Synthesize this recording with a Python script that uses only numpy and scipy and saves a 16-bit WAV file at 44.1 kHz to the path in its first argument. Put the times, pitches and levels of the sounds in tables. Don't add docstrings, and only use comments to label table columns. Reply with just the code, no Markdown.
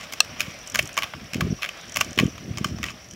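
import sys
import numpy as np
from scipy import signal
from scipy.fft import rfft, irfft, next_fast_len
from scipy.io import wavfile
from scipy.ndimage import uniform_filter1d, map_coordinates

SR = 44100
rng = np.random.default_rng(int(sys.argv[2]) if len(sys.argv) > 2 else 0)


def linear_from_db(decibels):
    return 10 ** (np.asarray(decibels, float) / 20)


def wrap_up_sound(samples):
    columns = np.atleast_2d(samples).T
    tamed = np.clip(columns, -1, 1)
    steps = np.round(tamed * 32767).astype(np.int16)
    wavfile.write(sys.argv[1], SR, steps)


N = 138915


def unit(x):
    return x / np.sqrt(np.mean(x ** 2) + 1e-20)


def curve(rows):
    time_s, value = np.transpose(rows)
    return np.interp(np.arange(N) / SR, time_s, value)


def wobble(rate):
    return map_coordinates(rng.standard_normal(1000), [np.arange(N) * rate / SR])


def filtered(x, response):
    size = next_fast_len(x.shape[-1] + 4096)
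    spectrum = rfft(x, size) * response(np.fft.rfftfreq(size, 1 / SR))
    return irfft(spectrum, size)[..., :x.shape[-1]]


def modes(table):
    def response(f):
        total = 0
        for k, (hz, width, db) in enumerate(table):
            total = total + (-1) ** k * linear_from_db(db) * 1j * f * width / (hz * hz - f * f + 1j * f * width)
        return total
    return response


def rush(spectrum, patchy_db):
    z = signal.stft(rng.standard_normal(N), nperseg=512)[2]
    patches = uniform_filter1d(rng.standard_normal(z.shape), size=6, axis=0)
    patches = unit(uniform_filter1d(patches, size=10, axis=1))
    noise = signal.istft(z * linear_from_db(patchy_db * patches), nperseg=512)[1][:N]
    hz, db = np.transpose(spectrum)

    def colour(f):
        return linear_from_db(np.interp(np.log(f + 1), np.log(hz + 1), db, left=-120, right=-120))
    return unit(filtered(noise, colour))


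def add(out, start_s, sound):
    part = out[round(start_s * SR):][:len(sound)]
    part += sound[:len(part)]


def inside(t, start_s, end_s, edge_s):
    return np.clip(np.minimum(t - start_s, end_s - t) / edge_s + 0.5, 0, 1)


# start_s, peak_db, low_modes_db, high_modes_db, ring_t60_s
PLANTS = [
    (0.7927, -7.5, -17, -12.5, 0.013),
    (1.1354, -26.5, 0.5, -26, 0.023),
    (1.4073, -15, -5, -5, 0.022),
    (1.5883, -49, 13, -12, 0.018),
    (1.6891, -17.5, -15.5, -10, 0.013),
    (2.0084, -9.5, -5.5, -2.5, 0.026),
    (2.379, -30.5, -1.5, -6, 0.016),
    (2.6436, -18.5, -2, 2, 0.033),
    (2.7847, -32, -1.5, -4, 0.015),
]
# start_s, peak_db
CHATTER_EARLY = [(0.123, -24.5), (0.1344, -20.5), (0.2463, -34), (0.3959, -23.5), (0.405, -13.5),
                 (0.4144, -20), (0.427, -30), (0.7466, -14.5), (0.7556, -10), (0.8909, -30), (0.9678, -21.5),
                 (0.9755, -11), (0.9863, -17.5), (1.0214, -16), (1.0317, -13), (1.3332, -19), (1.3434, -18),
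                 (1.355, -36), (1.3662, -30)]
# start_s, peak_db
CHATTER_LATE = [(1.621, -18.5), (1.6296, -15.5), (1.641, -20), (1.6478, -18), (1.6591, -23), (1.959, -15),
                (1.9688, -9.5), (2.1776, -26), (2.1875, -7), (2.1972, -10), (2.572, -26), (2.582, -23),
                (2.668, -37), (2.8291, -17), (2.8394, -16), (2.8532, -29), (2.8625, -26.5), (2.8841, -24),
                (2.8963, -28)]
# start_s, peak_db
TOUCHES = [(0.7433, -23), (0.789, -13.5), (1.04, -18.5), (1.617, -31), (1.954, -28), (2.176, -18.5),
           (2.2085, -26)]
# from_s, low_modes_db, high_modes_db
STRIDES = [(0, -7.5, -2), (.3, -11.5, -3.5), (.7, -7.5, -3), (.9, -2.5, -4), (1.01, -10.5, -10.5),
           (1.3, -13.5, -4), (1.6, -10.5, -9.5), (1.9, -9, -3), (2.1, -9, -7.5), (2.5, -4.5, 2.5),
           (2.8, -11, -5), (2.845, -9, -24)]
# pitch_hz, width_hz, level_db
LOW_MODES = [(636, 170, -4), (1153, 104, 6), (1597, 114, -3)]
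# pitch_hz, width_hz, level_db
MID_MODES = [(1847, 1030, -2), (2320, 480, 7), (2608, 343, 5.5), (3068, 190, 5), (3534, 504, -5)]
# pitch_hz, width_hz, level_db
HIGH_MODES = [(4214, 165, -1), (4996, 140, 5.5), (5360, 290, 6), (6790, 1600, 0.5)]
# pitch_hz, width_hz, level_db
AIR_MODES = [(9700, 1500, 12.5), (12340, 1230, 12), (11610, 260, 13.5), (15600, 2400, 8)]


def contacts():
    chatter_t60_s, rise_s, scrape_db, scrape_t60_s = 0.015, 0.00042, -28.5, 0.35
    air_db, air_fades_db_per_s = -3.5, 2.2
    out, t = np.zeros(N), np.arange(SR // 5) / SR
    rows = list(PLANTS)
    for start_s, db in list(CHATTER_EARLY) + list(CHATTER_LATE) + list(TOUCHES):
        _, low_db, high_db = [stride for stride in STRIDES if stride[0] < start_s][-1]
        rows.append((start_s, db, low_db, high_db, chatter_t60_s))
    for start_s, db, low_db, high_db, t60_s in rows:
        grit, lumps = rng.standard_normal((2, len(t)))
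        grit = grit * linear_from_db(3.2 * unit(uniform_filter1d(lumps, size=9)))
        fall = linear_from_db(-60 * t / t60_s) + linear_from_db(scrape_db - 60 * t / scrape_t60_s)
        push = grit * (1 - np.exp(-t / rise_s)) * fall
        top_db = 0.78 * high_db + air_db - air_fades_db_per_s * start_s
        groups = (LOW_MODES, low_db), (MID_MODES, 0), (HIGH_MODES, high_db), (AIR_MODES, top_db)
        for table, group_db in groups:
            ring = filtered(push, modes(table))
            add(out, start_s, linear_from_db(db + group_db) * ring / abs(ring).max())
    return filtered(out, lambda f: 1 - 0.39 * modes([(8300, 1130, 0)])(f))


# delay_s, level_db
CRACK_BLOWS = [
    (0, 1.5),
    (.0029, -13),
    (.0052, -22),
]
# pitch_hz, width_hz, level_db
CRACK_MODES = [(713, 126, -13.5), (1236, 65, -5.5), (1630, 91, -5.5), (2616, 110, 2), (3500, 310, 0),
               (4320, 250, -1), (5590, 200, 2), (6480, 290, -8.5), (6760, 250, -15), (7840, 740, -9.5),
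               (8840, 510, -9.5), (12200, 650, -24), (14800, 2000, -28)]


def crack():
    start_s, peak_db, grit_db, hold_s, t60_s = 0.2042, 4, -17, 0.0013, 0.0074
    out, t = np.zeros(N), np.arange(SR // 5) / SR
    fall = linear_from_db(-60 * np.maximum(t - hold_s, 0) / t60_s) + linear_from_db(-32 - 60 * t / 0.19)
    push = linear_from_db(grit_db) * rng.standard_normal(len(t)) * fall
    for delay_s, db in CRACK_BLOWS:
        push[round(delay_s * SR)] += linear_from_db(db)
    ring = filtered(push, modes(CRACK_MODES))
    add(out, start_s, linear_from_db(peak_db) * ring / abs(ring).max())
    return out


# start_s, peak_db, pitch_hz, ring_t60_s
KNOCKS = [(0.4045, -9.5, 2500, 0.017), (0.7916, -7.5, 2625, .018), (0.7915, -11, 2256, 0.027),
          (0.7915, -16.5, 613, 0.023), (0.9787, -14.5, 1165, 0.018), (0.9768, -14, 2360, .026),
          (0.986, -15, 2250, .026), (1.0322, -17, 2410, 0.029), (1.4086, -26, 1250, 0.037),
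          (1.4067, -22, 2900, 0.024), (2.0106, -8, 2780, 0.022), (2.0105, -17, 1505, .034),
          (2.0108, -13.5, 2220, 0.026), (2.187, -15, 2320, 0.024), (2.188, -16, 3060, 0.03),
          (2.188, -19, 1870, 0.059), (2.6443, -16.5, 1187, 0.034), (2.6447, -17, 3054, 0.024),
          (2.884, -33, 2640, 0.059), (2.862, -34, 3090, .035), (2.839, -16.5, 1930, 0.024)]


def knocks():
    out, t = np.zeros(N), np.arange(SR // 20) / SR
    for start_s, db, hz, t60_s in KNOCKS:
        swell = 1 - np.exp(-t / 0.00043)
        add(out, start_s, linear_from_db(db - 60 * t / t60_s) * swell * np.sin(2 * np.pi * hz * t))
    return out


# start_s, end_s, level_db, high_modes_db
DRAGS = [
    (0, 0.054, -42.5, -4.5),
    (0.374, 0.519, -44, -8.5),
    (0.772, 0.785, -33, -16),
    (1.96, 2.028, -37, -11),
    (2.212, 2.24, -39, -14),
    (2.658, 2.709, -47, 0.5),
    (2.848, 2.915, -40.5, -4),
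]


def drags():
    t = np.arange(N) / SR
    grit = rng.standard_normal(N) * linear_from_db(4.5 * wobble(250))
    body = unit(filtered(grit, modes(LOW_MODES[1:] + MID_MODES)))
    fine = unit(filtered(grit, modes(HIGH_MODES + [(11400, 13000, -15.5)])))
    out = np.zeros(N)
    for start_s, end_s, db, high_db in DRAGS:
        out += linear_from_db(db) * inside(t, start_s, end_s, edge_s=0.023) * (body + linear_from_db(high_db) * fine)
    return out


# time_s, level_db
ROLL = [(0, -43), (.6, -43.5), (1.2, -45.5), (1.8, -44.5), (2.4, -46.5), (2.95, -48), (3.15, -51.5)]
# pitch_hz, level_db per Hz
ROAD = [(300, -24), (420, -9), (600, 2.5), (880, -8.5), (1150, -4), (2400, -2), (3200, -5), (4200, -11.5),
        (6000, -8.5)]
# pitch_hz, level_db per Hz
HISS = [(3500, -44), (4500, -1.5), (7000, -4.5), (8500, -10), (11000, -10.5), (15700, -12), (16200, -60)]


def wheels():
    hiss_db, hiss_follows = -58, 0.53
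    roll_db = curve(ROLL)
    unsteady_db = 0.89 * wobble(7.19) + 1.47 * wobble(150)
    body = linear_from_db(roll_db + unsteady_db) * rush(ROAD, patchy_db=1.5)
    hiss_level_db = hiss_db + hiss_follows * (roll_db - roll_db.mean())
    return body + linear_from_db(hiss_level_db) * rush(HISS, patchy_db=0)


# start_s, peak_db
TICKS = [(0.662, -39), (0.6739, -23.5), (0.6987, -24), (0.72, -29), (0.771, -25), (0.779, -29),
         (0.826, -22.5), (0.856, -24.5), (0.8744, -24), (0.8894, -46), (0.929, -31), (0.9418, -29),
         (1.2436, -38), (1.8115, -32), (1.8545, -36), (1.8954, -26), (1.9215, -23.5), (1.9428, -23),
         (2.0036, -20), (2.046, -22), (2.1083, -27), (2.1303, -24.5), (2.1484, -39), (2.16, -30),
         (2.243, -30), (2.265, -26.5)]
# start_s, peak_db
LATE_TICKS = [(3.044, -37), (3.0865, -37), (3.1104, -26.5), (3.125, -37), (3.1356, -29.5)]
# start_s, peak_db
MORE_TICKS = [(.509, -39), (.542, -38), (.589, -36), (.63, -40), (.6854, -40), (1.7154, -41), (1.773, -37),
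              (1.882, -36)]
# pitch_hz, width_hz, level_db
TICK_BODY = [(5800, 320, 0)]
# pitch_hz, width_hz, level_db
TICK_EDGE = [(6360, 620, 2), (8100, 6300, 0.5), (10500, 1500, -2), (12300, 1600, -13)]
# pitch_hz, width_hz, level_db
TICK_PIP = [(3070, 94, 0)]


def ticks():
    body_t60_s, edge_t60_s = 0.016, 0.015
    out, t = np.zeros(N), np.arange(SR // 20) / SR
    for start_s, db in list(TICKS) + list(LATE_TICKS) + list(MORE_TICKS):
        rasp = rng.standard_normal(len(t))
        soft = rasp * linear_from_db(-60 * t / body_t60_s)
        body = filtered(soft, modes(TICK_BODY))
        pip = filtered(soft, modes(TICK_PIP))
        edge = filtered(rasp * linear_from_db(-60 * t / edge_t60_s),
                        lambda f: modes(TICK_EDGE)(f) * modes([(8000, 7000, 0)])(f))
        for part, part_db in (body, 0), (edge, 3 - 4.5 * start_s), (pip, -14.5 + 2 * start_s):
            add(out, start_s, linear_from_db(db - 3.5 + part_db) * part / abs(part).max())
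    return out


# start_s, end_s, level_db
GUSTS = [(0, 0.057, -51), (0.256, 0.402, -46), (0.393, .51, -42.5), (0.724, 0.875, -39.5),
         (1.134, 1.272, -42), (1.344, 1.492, -31), (1.494, 1.551, -33), (1.943, 2.134, -39.5),
         (2.165, 2.295, -32), (2.278, 2.426, -43.5), (2.412, 2.505, -38.5), (2.491, 2.704, -38),
         (2.694, 2.88, -37.5), (2.864, 2.993, -45.5), (3.123, 3.2, -42.5)]
# pitch_hz, level_db per Hz
RUMBLE = [(25, -48), (60, -1), (100, -2.5), (170, -4.5), (260, -7.5), (500, -45.5)]
# pitch_hz, level_db per Hz
FLUTTER = [(100, -9), (200, -4.5), (330, -0.5), (450, -11), (750, -17)]
# start_s, peak_db, pitch_hz
EDDIES = [(0.477, -31.5, 145), (0.799, -29, 88.8), (0.833, -27, 155), (1.33, -31.5, 156), (1.355, -18, 215),
          (1.378, -20, 171), (1.399, -25.5, 338), (1.42, -15, 146), (1.441, -22, 90), (1.466, -19, 205),
          (1.482, -26, 126), (1.501, -14.5, 133), (1.523, -16, 178), (2.175, -18, 274), (2.205, -12, 171),
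          (2.224, -17, 278), (2.231, -7.5, 208), (2.252, -11, 148), (2.276, -25, 192), (2.505, -19.5, 115),
          (2.535, -31, 129), (2.567, -25, 105), (2.608, -16.5, 164), (2.627, -28, 169), (2.654, -20.5, 167),
          (2.713, -23, 106), (2.741, -20.5, 148), (2.759, -30, 77.5), (2.795, -25, 143), (2.82, -27.5, 79)]
# pitch_hz, level_db per Hz
FAR = [(30, 1), (60, 2.5), (200, -1.5), (500, -11), (800, -10)]


def wind():
    t = np.arange(N) / SR
    gust = np.zeros(N)
    for start_s, end_s, db in GUSTS:
        gust += linear_from_db(db) * inside(t, start_s, end_s, edge_s=0.03) ** 2
    out = gust * unit(linear_from_db(1.9 * wobble(30.29)) * rush(RUMBLE, patchy_db=0))
    flutter = unit(linear_from_db(3 * wobble(50)) * rush(FLUTTER, patchy_db=2.5))
    out += gust * (gust / linear_from_db(-27.5)) ** 0.64 * flutter
    t = t[:SR // 20]
    sag, cycles = 0.14, 0.61
    for start_s, db, hz in EDDIES:
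        turn = 2 * np.pi * np.log1p(sag * 1.125 * hz * t) / sag
        swirl = np.sin(turn) + linear_from_db(-11) * np.sin(2 * turn)
        add(out, start_s, linear_from_db(db) * swirl * np.exp(-(t * hz / cycles - 1.3) ** 2))
    return out + linear_from_db(-49) * rush(FAR, patchy_db=1.5)


# pitch_hz, width_hz, level_db
DRONE = [(5350, 220, -5), (5750, 470, 0)]


def chorus():
    out = np.zeros(N)
    for hz, width, db in DRONE:
        band = unit(filtered(rng.standard_normal(N), lambda f: modes([(hz, width, 0)])(f) ** 2))
        out += linear_from_db(-55 + db + wobble(8.58) + 4.24 * wobble(70)) * band
    return out


def scene():
    skier = contacts() + crack() + knocks() + drags() + wheels()
    return (skier + ticks() + wind() + chorus())[None]


def roll_off(x):
    return signal.sosfilt(signal.butter(12, 16750, fs=SR, output="sos"), x)


def record(dry):
    low_cut_hz, top_hz = 42, 15900
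    heard = filtered(dry, lambda f: (1j * f / (low_cut_hz + 1j * f)) ** 2 / (1 + (f / top_hz) ** 300))
    mix = heard / (1 + abs(heard) ** 8) ** (1 / 8)
    return roll_off(mix)


dry = scene()
out = record(dry)
wrap_up_sound(out)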